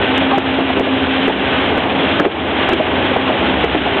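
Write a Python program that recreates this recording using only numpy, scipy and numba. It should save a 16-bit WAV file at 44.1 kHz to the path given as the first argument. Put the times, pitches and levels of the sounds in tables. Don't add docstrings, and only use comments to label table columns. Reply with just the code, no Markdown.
import sys
import numpy as np
from scipy import signal
from scipy.fft import irfft
from scipy.io import wavfile
from numba import njit

SR = 44100
rng = np.random.default_rng(int(sys.argv[2]) if len(sys.argv) > 2 else 0)


def log_audio(samples):
    frames = np.atleast_2d(samples).T
    limited = np.clip(frames, -1, 1)
    pcm = np.round(limited * 32767).astype(np.int16)
    wavfile.write(sys.argv[1], SR, pcm)


N = 176400


def undb(db):
    return 10 ** (np.asarray(db) / 20)


def unit_rms(x):
    return x / np.sqrt(np.mean(x ** 2) + 1e-18)


def automation(rows):
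    return np.interp(np.arange(N) / SR, *np.array(rows).T)


def eq_curve(points, f):
    hz, db = np.array(points).T
    return undb(np.interp(np.log(f), np.log(hz), db))


def resonance(f, hz, width):
    return 1 / (1 + 1j * (f * f - hz * hz) / (f * width))


def noise(response, size=N):
    f = np.maximum(np.fft.rfftfreq(size, 1 / SR), 1)
    phases = np.exp(2j * np.pi * rng.random(len(f)))
    return unit_rms(irfft(response(f) * phases, size))


def drift(rate_hz):
    return noise(lambda f: np.exp(-(f / rate_hz) ** 2))


# freq_hz, level_db
ROAR_EQ = [(25, -25.5), (45, -22), (60, -13.5), (85, -0.5), (110, -4), (160, -5), (230, 0.5), (330, 1),
           (450, 0), (600, -1.5), (830, -0.5), (1100, -9), (1600, -16), (2400, -11.5), (4000, -44)]
# freq_hz, level_db
HISS_EQ = [(600, -21.5), (1100, 1), (1600, 5), (2200, 2), (2800, 4.5), (3300, 4.5), (3700, -3), (4000, -11),
           (4500, -39)]
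# time_s, level_db
HISS_SWELLS = [(0, -1.5), (.22, 2.2), (.45, 1.5), (.6, 2), (.85, -1), (1.0, -0.5), (1.26, 2), (1.35, -0.5),
               (1.65, 1.5), (1.9, -3.5), (2.17, 2.5), (2.28, 0), (2.36, -2), (2.5, -2), (3.0, 0.5),
               (3.25, 0), (3.5, 1), (4, 0.5)]
# pitch_hz, nominal_width_hz, level_db
BODY_MODES = [(82.9, 6, -34.5), (542, 3.2, -35.5), (620.3, 8.5, -33.5), (1075, 8.2, -34.5),
              (1170, 7.2, -36), (1515, 12, -34.5), (2780, 33, -39.5)]
def rolling(roar_db=-15.5, hiss_db=-18.5):
    roar = noise(lambda f: eq_curve(ROAR_EQ, f)) * undb(roar_db + drift(3.5))
    hiss = noise(lambda f: eq_curve(HISS_EQ, f))
    hiss *= undb(hiss_db + automation(HISS_SWELLS) + 1.34 * drift(35))
    body = sum(undb(db) * noise(lambda f: resonance(f, hz, 0.99 * width) ** 2)
               for hz, width, db in BODY_MODES)
    return roar + hiss + body


# freq_hz, level_db
CRASH_EQ = [(25, -44.5), (50, -23), (150, -9.5), (300, 3.5), (800, -3), (1300, -18.5), (2500, -19.5),
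            (4500, -43)]
# start_s, level_db, pitch_hz, decay_s, tone_over_thud_db
CLUNK_HITS = [(.211, -11.5, 642, 0.03, 1), (0.312, -9, 1096, 0.02, -15), (0.375, -3, 311, 0.0098, -6.5),
              (.585, -7.5, 272, 0.037, -7), (.700, -7.5, 706, 0.006, -6), (.768, -11, 297, 0.046, 1),
              (.793, -9.5, 326, 0.021, 2), (.806, -5, 241, 0.004, 2.5), (.871, -10.5, 680, 0.011, -1),
              (1.064, -16, 538, 0.015, -4), (1.274, -7.5, 432, 0.032, -0.5), (1.295, -8.5, 850, 0.0087, 3),
              (1.717, -12, 415, 0.02, 5), (1.776, -13.5, 550, 0.0076, -1), (1.855, -16, 757, 0.018, 0),
              (2.197, -5.5, 1480, 0.0094, -11), (2.203, -2.5, 293, 0.016, 4), (2.248, -1.5, 567, 0.006, 4),
              (2.26, 2, 418, 0.011, 6.5), (2.686, -15, 746, .013, -1), (2.727, -8.5, 341, .028, 5.5),
              (2.799, -4, 623, 0.011, 12.5), (2.965, -17.5, 863, 0.012, -6), (3.113, -15, 525, 0.022, 3),
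              (3.161, -7, 823, .013, -12), (3.278, -14.5, 1048, 0.021, 0), (3.297, -9.5, 712, 0.03, -7),
              (3.639, -2, 460, 0.011, 7), (3.747, -7.5, 718, 0.017, -3), (3.75, -9, 307, 0.034, 13),
              (3.856, -9.5, 707, 0.025, -3)]
def clunks(attack_s=0.0017, crash_db=-0.5, tail_db=-9.5, tail_decay_s=0.012):
    size = 16384
    out, age = np.zeros(N + size), np.arange(size) / SR
    for start, db, hz, decay, tone_db in CLUNK_HITS:
        rise = 1 - np.exp(-age / attack_s)
        envelope = rise * np.exp(-age / decay)
        tone = undb(tone_db) * np.sin(2 * np.pi * hz * age)
        thud = noise(lambda f: resonance(f, hz, width=0.26 * hz) ** 2, size)
        crash = noise(lambda f: eq_curve(CRASH_EQ, f), size)
        hit = unit_rms(envelope * (tone + thud + undb(crash_db) * crash))
        hit *= np.sqrt(np.mean(envelope ** 2)) / envelope.max()
        tail = undb(tail_db) * rise * np.exp(-age / tail_decay_s) * crash
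        i = int(start * SR)
        out[i:i + size] += undb(db) * (hit + tail)
    return out[:N]


# start_s, level_db, repeat_ratio
CLIP_CRACKLES = [(0.1797, 0.5, 0), (.3838, 9, 0), (0.7973, 3.5, 0), (1.0708, 2, 0.15), (1.2819, 4, 0.65),
                 (1.6625, 0, 0), (1.7796, 2.5, 0.3), (2.199, 4, .3), (2.2537, 9, .1), (2.6918, 1, 0.7),
                 (2.7286, 0, 1), (3.1668, 3.5, 0), (3.6419, 0, 1), (3.7537, 7.5, 0)]
def overload_spikes(t, spike_width_s=0.00018, repeat_gap_s=0.003):
    out = np.zeros(N)
    for start, db, repeat_ratio in CLIP_CRACKLES:
        near = np.abs(t - start) < 0.02
        for tick in range(3):
            offset = (t[near] - start - tick * repeat_gap_s) / spike_width_s
            spike = (1 - offset ** 2) * np.exp(-offset ** 2)
            out[near] -= undb(db) * repeat_ratio ** tick * spike
    return out


def steel_ring(t, start_s=0.325, pitch_hz=797, level_db=-4.5, attack_s=0.014, decay_s=0.027):
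    age = np.maximum(t - start_s, 0)
    envelope = (1 - np.exp(-age / attack_s)) * np.exp(-age / decay_s)
    return undb(level_db) * envelope / envelope.max() * np.sin(2 * np.pi * pitch_hz * age)


# time_s, level_db, flutter_share
FAN_PASS = [(0, -22.5, .1), (0.202, -13, 0.11), (.55, -12.5, 0), (.78, -17, 0.11), (.85, -19.5, 0),
            (.92, -15, 0.01), (1.149, -17, 0.5), (1.45, -18, 0.72), (2.201, -25, 0.7), (2.8, -26, 0.82),
            (3.201, -19, 0.2), (4, -25, 0.37)]
def fan(t, pitch_hz=265.6, fall_hz_per_s=0.74):
    rows = np.array(FAN_PASS)
    level_db = automation(rows[:, [0, 1]])
    flutter_share = automation(rows[:, [0, 2]])
    hz = pitch_hz - fall_hz_per_s * t + 2.5 * drift(24)
    hum = np.sqrt(2) * np.sin(2 * np.pi * np.cumsum(hz) / SR)
    hum *= undb(0.74 * drift(17))
    flutter = noise(lambda f: resonance(f, pitch_hz, width=21) ** 2)
    return undb(level_db) * (np.sqrt(1 - flutter_share) * hum + np.sqrt(flutter_share) * flutter)


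# harmonic_number, level_db
DRONE_PARTIALS = [(1, -40.5), (3, -34), (5, -30.5), (6, -32)]
def machinery(pitch_hz=66.1, waver_hz=0.495, swell_db=5.1):
    cycles = np.cumsum(pitch_hz + waver_hz * drift(5.83)) / SR
    return sum(np.sqrt(2) * undb(db + swell_db * drift(1.1)) * np.sin(2 * np.pi * harmonic * cycles)
               for harmonic, db in DRONE_PARTIALS)


def scene():
    t = np.arange(N) / SR
    bed = rolling() + machinery() + fan(t)
    return (bed + clunks() + overload_spikes(t) + steel_ring(t))[None]


@njit
def follow_peaks(rectified, attack_s, hold_s, release_s):
    out, level, hold_left = np.empty(len(rectified)), 0.5, 0.0
    for i in range(len(rectified)):
        hold_left -= 1
        if rectified[i] > level:
            level += (rectified[i] - level) / (attack_s * SR)
            hold_left = hold_s * SR
        elif hold_left < 0:
            level -= level / (release_s * SR)
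        out[i] = level
    return out


def record(dry, threshold=0.38, lag_s=0.00033, makeup_db=1.48, soft_ceiling=0.92, clip_level=0.71):
    t = np.arange(N) / SR
    peak = follow_peaks(np.abs(dry[0]), attack_s=0.0023, hold_s=0.0053, release_s=0.23)
    gain = np.interp(t - lag_s, t, np.minimum(1, threshold / peak))
    saturated = soft_ceiling * np.tanh(undb(makeup_db) * dry * gain / soft_ceiling)
    treble_cut = signal.ellip(8, 0.2, 70, 4250, fs=SR, output="sos")
    dull = signal.sosfilt(treble_cut, saturated)
    clipped = np.maximum(dull, -clip_level)
    crackle_cut = signal.ellip(8, 0.2, 70, 15900, fs=SR, output="sos")
    return signal.sosfilt(crackle_cut, clipped)


dry = scene()
out = record(dry)
log_audio(out)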